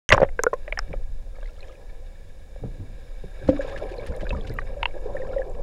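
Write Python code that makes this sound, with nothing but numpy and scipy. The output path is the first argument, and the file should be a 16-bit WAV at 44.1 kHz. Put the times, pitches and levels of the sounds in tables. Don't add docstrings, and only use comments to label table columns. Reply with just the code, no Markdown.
import sys
import numpy as np
from scipy import signal
from scipy.fft import rfft, irfft, next_fast_len
from scipy.io import wavfile

SR = 44100
rng = np.random.default_rng(int(sys.argv[2]) if len(sys.argv) > 2 else 0)


def log_audio(samples):
    frames = np.atleast_2d(samples).T
    limited = np.clip(frames, -1, 1)
    pcm = np.round(limited * 32767).astype(np.int16)
    wavfile.write(sys.argv[1], SR, pcm)


N = 247842
TIME_S = np.arange(N) / SR

# start_s, level_db, boom_hz, t60_s
WATER_SHOVES = [(0.13, -13, 102.3, 0.047), (0.226, -13.5, 65.4, 0.024), (0.902, -29.5, 155.6, 0.075),
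                (2.636, -28, 120.8, 0.18), (2.79, -29.5, 94.8, 0.27), (3.239, -34, 115, .08),
                (3.487, -14.5, 66, 0.057), (4.085, -25, 65, 0.18), (4.219, -26, 67.3, 0.075),
                (4.316, -23.5, 66, 0.31), (4.492, -28, 114.8, 0.21), (5.333, -42, 67.6, 0.1)]


def from_db(db):
    return 10 ** (np.asarray(db) / 20)


def unit_rms(x):
    return x / np.sqrt(np.mean(x ** 2) + 1e-20)


def curves(rows):
    times_s, *columns = np.transpose(rows)
    return [np.interp(TIME_S, times_s, column) for column in columns]


def band(x, low_hz, high_hz, order=2):
    edges_hz = [low_hz, min(high_hz, .45 * SR)]
    return signal.sosfilt(signal.butter(order, edges_hz, "band", fs=SR, output="sos"), x)


def noise(spectrum):
    hz, db = np.transpose(spectrum)
    size = next_fast_len(N)
    log_hz = np.log(np.fft.rfftfreq(size, 1 / SR) + 1)
    gain = from_db(np.interp(log_hz, np.log(hz), db))
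    return unit_rms(irfft(rfft(rng.standard_normal(size)) * gain, size)[:N])


def drift(rate_hz):
    return unit_rms(np.interp(TIME_S * rate_hz, np.arange(1000), rng.standard_normal(1000)))


def add(out, start_s, sound):
    i = max(int(start_s * SR), 0)
    out[i:i + len(sound)] += sound[:max(N - i, 0)]


def swell(t60_s, rise):
    t60_s = np.clip(t60_s, .002, .45)
    t = np.arange(int(2 * t60_s * SR)) / SR
    envelope = (1 - np.exp(-t / (rise * t60_s))) * np.exp(-np.log(1000) * t / t60_s)
    return t, envelope / envelope.max()


def ring(hz, t60_s, rise, glide=0):
    t, envelope = swell(t60_s, rise)
    return envelope * np.sin(2 * np.pi * hz * t * (1 + .5 * glide * t / t60_s))


def burst(hz, t60_s, spread, rise):
    t, envelope = swell(t60_s, rise)
    white = rng.standard_normal(SR)[:len(t)]
    puff = band(envelope * white, hz / (1 + spread), hz * (1 + spread))
    return puff / np.abs(puff).max()


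def cloud(low_hz, high_hz, cycles, spread_db, glide, count):
    out = np.zeros(N)
    for when, pitch, strength, length in rng.random((count, 4)):
        hz = low_hz * (high_hz / low_hz) ** pitch
        gain = from_db(spread_db * min(-np.log(1 - strength), 4))
        t60_s = cycles * (.5 + length) / hz
        add(out, when * N / SR, gain * ring(hz, t60_s, rise=.025, glide=glide))
    return unit_rms(out)


def housing(x, leak_db):
    # centre_hz, width_hz, gain_db
    resonances = [(524.4, 96, 0.5), (747, 37, -10.5), (995, 140, -14), (1302, 53, -19), (1648, 120, -7),
                  (2256, 107, -10.5), (2670, 200, -28.5), (3620, 290, -16.5), (5000, 540, -17.5),
                  (6800, 290, -14), (9430, 550, -16.5), (12690, 6100, -40)]
    out = from_db(leak_db) * x
    for centre_hz, width_hz, gain_db in resonances:
        radius = np.exp(-np.pi * width_hz / SR)
        scale = (1 - radius ** 2) / 2
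        feedback = [1, -2 * radius * np.cos(2 * np.pi * centre_hz / SR), radius ** 2]
        out += from_db(gain_db) * signal.lfilter([scale, 0, -scale], feedback, x)
    return out


def through_wall(x):
    muffled = band(x, low_hz=60, high_hz=3400, order=6)
    t, envelope = swell(t60_s=.1, rise=.044)
    scatter = envelope * rng.standard_normal(SR)[:len(t)]
    tail = signal.fftconvolve(muffled, scatter / np.linalg.norm(scatter))[:N]
    return muffled + from_db(-16) * housing(tail, leak_db=-17)


def plops():
    # start_s, low_hz, low_db, high_hz, high_db, high_cycles
    pockets = [(0.0905, 1720, -23, 3040, -10.5, 4.7), (0.1036, 570, -21, 2020, -11.5, 22),
               (0.116, 1140, -12, 1800, -9.5, 12), (0.1222, 593, -8.5, 1760, -2, 15),
               (0.1266, 518, -7, 2720, -6, 21), (0.1298, 565, -11, 1190, -4.5, 4.7),
               (0.138, 546.6, -11.5, 1082, -15, 18), (0.1456, 565, -23.5, 1070, -12, 17),
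               (0.1791, 564, -16, 1034, -5, 6.3), (0.2885, 716, -40.5, 1970, -36.5, 13),
               (0.391, 475, -17, 1558, -15.5, 29), (0.437, 450, -24, 1200, -13, 4.9),
               (0.4653, 479, -9.5, 1430, -12.5, 34.6), (0.5304, 482, -14.5, 1055, -17, 28.6),
               (0.6786, 590, -29, 1930, -28, 18), (0.724, 622, -27, 2220, -17, 23),
               (0.7736, 770, -29.5, 1800, -19.5, 30), (0.7899, 880, -38, 1640, -16.5, 7.3),
               (0.93, 404, -44.5, 2310, -33, 36), (1.428, 593, -40, 1600, -38, 26),
               (1.628, 535, -48, 2490, -40.5, 52), (2.636, 190.5, -33, 447, -26, 12),
               (3.238, 189, -38, 456, -32, 7.4), (3.487, 291.6, -11, 529, -8.5, 28),
               (4.267, 500, -35, 1670, -30, 29), (4.305, 565, -29.5, 2610, -27, 64),
               (4.587, 1160, -19.5, 1870, -19, 30), (4.8299, 930, -18, 2580, -10.5, 9.2),
               (4.8555, 956, -18, 2760, -11, 33)]
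    low_cycles = 20.1
    out = np.zeros(N)
    for start_s, low_hz, low_db, high_hz, high_db, high_cycles in pockets:
        add(out, start_s, from_db(low_db) * ring(low_hz, low_cycles / low_hz, rise=.058))
        add(out, start_s, from_db(high_db) * ring(high_hz, high_cycles / high_hz, rise=.073))
        splutter = burst(.81 * high_hz, t60_s=.015, spread=.71, rise=.04)
        add(out, start_s, from_db(high_db - 1.5) * band(splutter, .56 * low_hz, 1.42 * high_hz))
    return out


def ticks():
    # start_s, level_db, pitch_hz, t60_s
    snaps = [(0.0907, -12, 5830, 0.006), (0.099, -25.5, 6470, 0.026), (0.1222, -7, 3860, 0.0027),
             (0.136, -22, 5640, 0.015), (0.1439, -30, 6790, 0.01), (0.169, -38.5, 5500, 0.0048),
             (0.2043, -36, 4600, 0.0065), (0.2298, -39, 5540, 0.0086), (0.436, -6.5, 6560, 0.0013),
             (0.5384, -29.5, 5600, 0.0016), (0.7896, -19.5, 5320, 0.01), (4.0685, -39.5, 9600, 0.0061),
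             (4.1648, -36, 9100, 0.0015), (4.293, -31.5, 3750, 0.017), (4.4963, -34.5, 4800, 0.0043),
             (4.539, -41, 12000, 0.0074), (4.8291, -31, 4030, 0.0058), (4.855, -38, 4270, 0.009),
             (5.4979, -47.5, 7500, 0.011)]
    out = np.zeros(N)
    for start_s, level_db, pitch_hz, t60_s in snaps:
        add(out, start_s, from_db(level_db - 3) * ring(pitch_hz, t60_s, rise=.053))
        add(out, start_s, from_db(level_db - 5.5) * burst(pitch_hz, t60_s, spread=.36, rise=.029))
    return out


def flow_rumble():
    # time_s, level_db
    flow = [(0.12, -21), (0.54, -35), (1.18, -25.5), (1.23, -33.5), (1.98, -35), (4.0, -33), (4.08, -29),
            (5.09, -31), (5.5, -26.5)]
    # freq_hz, density_db
    spectrum = [(6, -29.5), (12, 2), (22, -6.5), (33, 0), (50, -16), (75, -20.5), (130, -47.5), (250, -99)]
    return from_db(curves(flow)[0]) * noise(spectrum)


def churn(gurgle_db):
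    # freq_hz, density_db
    spectrum = [(40, -28.5), (75, 10), (120, 4), (200, -3), (330, -8), (420, -18.5), (700, -45.5),
                (1500, -70)]
    calm_db, wake_db, rise_db_per_s, t60_ratio = -54.5, -14, 239.5, 6.7
    level_db = np.maximum(calm_db, gurgle_db - 6.5)
    for start_s, shove_db, _, t60_s in WATER_SHOVES:
        before_db = rise_db_per_s * (start_s - TIME_S)
        after_db = 60 * (TIME_S - start_s) / (t60_ratio * t60_s)
        level_db = np.maximum(level_db, shove_db + wake_db - np.maximum(before_db, after_db))
    return from_db(level_db + 2 * drift(rate_hz=27)) * noise(spectrum)


def bubbly_water():
    # time_s, gurgle_db, fizz_db
    levels = [(0.3, -55.5, -65), (0.45, -56, -62.5), (0.8, -50.5, -58.5), (1.1, -58.5, -65),
              (1.68, -51, -61.5), (2.37, -59, -63), (2.86, -54.5, -61.5), (3.23, -57, -57.5),
              (3.49, -44.5, -54), (3.63, -39.5, -48.5), (4.08, -41, -58), (4.6, -46.5, -60.5),
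              (5.22, -40.5, -58.5), (5.62, -42.5, -66)]
    gurgle_db, fizz_db = curves(levels)
    hiss_db = -71.5 + .54 * (fizz_db - fizz_db.mean())
    close_db = -43.5
    nearness = from_db(.72 * (gurgle_db - close_db))
    wash_share = 1 / np.hypot(nearness, 1)
    grain_share = nearness * wash_share
    white = rng.standard_normal(N)

    def blend(grains, low_hz, high_hz):
        wash = unit_rms(band(white, low_hz, high_hz, order=4))
        return grain_share * unit_rms(band(grains, low_hz, high_hz, order=4)) + wash_share * wash

    large = cloud(301.1, 1047, cycles=19.5, spread_db=4.5, glide=.27, count=900)
    small = cloud(950, 3400, cycles=24, spread_db=5.5, glide=.05, count=2800)
    fine = cloud(4000, 12000, cycles=30, spread_db=-.5, glide=.03, count=1500)
    gurgle = unit_rms(housing(blend(large, 250, 931), leak_db=-30.5))
    fizz = unit_rms(housing(blend(small, 1200, 4200), leak_db=-35))
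    hiss = unit_rms(housing(blend(fine, 3900, 20000), leak_db=-54.5))
    out = churn(gurgle_db)
    out += from_db(gurgle_db - .13 + 3.7 * grain_share * drift(rate_hz=30)) * gurgle / wash_share
    out += from_db(fizz_db - 1.5 + 4 * grain_share * drift(rate_hz=60)) * fizz / wash_share
    return out + from_db(hiss_db) * hiss


def background():
    # freq_hz, density_db
    spectrum = [(100, -9), (300, -13), (700, -5.5), (1200, -14.5), (3000, -18.5), (7500, -19.5),
                (11000, -26), (15000, -30)]
    return from_db(-65) * noise(spectrum)


def splash():
    start_s = .1225
    crunch, foam = np.zeros(N), np.zeros(N)
    add(crunch, start_s, from_db(-3) * burst(hz=2180, t60_s=.044, spread=.4, rise=.016))
    add(foam, start_s, from_db(-17) * burst(hz=1330, t60_s=.26, spread=.7, rise=.06))
    return crunch + housing(foam, leak_db=-16)


def thumps():
    out = np.zeros(N)
    for start_s, level_db, boom_hz, t60_s in WATER_SHOVES:
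        add(out, start_s, from_db(level_db - .5) * ring(boom_hz, t60_s, rise=.029, glide=.033))
        add(out, start_s, from_db(level_db - 4.5) * burst(2.23 * boom_hz, t60_s, spread=.61, rise=.05))
    return out


def knocks():
    # start_s, level_db
    bumps = [(0.1653, -23.5), (0.201, -13.5), (0.217, -7), (0.23, -4.5), (0.2464, -19.5), (0.532, -14.5),
             (0.938, -24.5), (1.385, -38), (2.561, -37)]
    # pitch_hz, mode_db, t60_s
    modes = [(556.5, 2, 0.03), (695, -9.5, 0.022)]
    out = np.zeros(N)
    for start_s, level_db in bumps:
        for pitch_hz, mode_db, t60_s in modes:
            add(out, start_s, from_db(level_db + mode_db) * ring(pitch_hz, t60_s, rise=.028))
        add(out, start_s, from_db(level_db - 15) * burst(hz=1300, t60_s=.034, spread=.5, rise=.06))
    return out


def swarms():
    # start_s, end_s, level_db
    passes = [(1.342, 1.773, -56), (3.565, 4.66, -53.5), (5.16, 5.434, -56.5)]
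    fade_s = .026
    gain = np.zeros(N)
    for start_s, end_s, level_db in passes:
        inside_s = np.minimum(TIME_S - start_s, end_s - TIME_S)
        gain += from_db(level_db) * np.clip(inside_s / fade_s, 0, 1)
    pings = cloud(1000, 4580, cycles=50, spread_db=5.5, glide=.04, count=640)
    pings = unit_rms(band(pings, low_hz=983, high_hz=2500, order=1))
    snaps = cloud(2900, 7300, cycles=14, spread_db=0, glide=.032, count=340)
    return gain * (pings + from_db(-15) * snaps)


def crackles():
    # start_s, level_db, centre_hz
    rafts = [(3.475, -27, 1660), (3.486, -22.5, 1590), (3.6143, -29, 1550), (3.69, -30, 1690),
             (3.7743, -28, 1640), (3.9145, -36, 2600), (4.062, -26.5, 1780), (4.2037, -30, 1750),
             (4.467, -28, 2900)]
    collapses_per_s = 1800
    t, envelope = swell(t60_s=.071, rise=.05)
    out = np.zeros(N)
    for start_s, level_db, centre_hz in rafts:
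        sizes = rng.standard_normal(SR)[:len(t)]
        collapses = rng.random(SR)[:len(t)] < collapses_per_s / SR
        crackle = band(envelope * sizes * collapses, centre_hz / 1.37, centre_hz * 1.24, order=1)
        add(out, start_s, from_db(level_db - 2.5) * crackle / (np.abs(crackle).max() + 1e-9))
    return band(out, low_hz=900, high_hz=7200)


def bloops():
    # start_s, pitch_hz, level_db
    bubbles = [(3.512, 284.6, -22.5), (3.539, 280, -25), (3.566, 285, -26.5), (3.592, 549, -18),
               (3.608, 1660, -28.5), (4.328, 966, -29), (4.767, 568, -29), (5.167, 1790, -29),
               (5.1985, 524, -26), (5.219, 1852, -35.5), (5.289, 545, -28), (5.362, 547.6, -16),
               (5.391, 530, -20), (5.382, 1890, -34.5), (5.418, 1706, -31)]
    cycles = 46
    out = np.zeros(N)
    for start_s, pitch_hz, level_db in bubbles:
        add(out, start_s, from_db(level_db) * ring(pitch_hz, cycles / pitch_hz, rise=.037))
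    return out


def scene():
    entry_s, fade_s = .0915, .00098
    submerged = np.clip((TIME_S - entry_s) / fade_s, 0, 1)
    bed = flow_rumble() + bubbly_water() + swarms() + background()
    close = through_wall(plops() + knocks() + bloops())
    return (submerged * bed + close + splash() + ticks() + thumps() + crackles())[None]


def record(dry):
    ceiling, cutoff_hz = .95, 15800
    limited = dry / (1 + np.abs(dry / ceiling) ** 6) ** (1 / 6)
    return signal.sosfilt(signal.ellip(10, .1, 80, cutoff_hz, fs=SR, output="sos"), limited)


dry = scene()
out = record(dry)
log_audio(out)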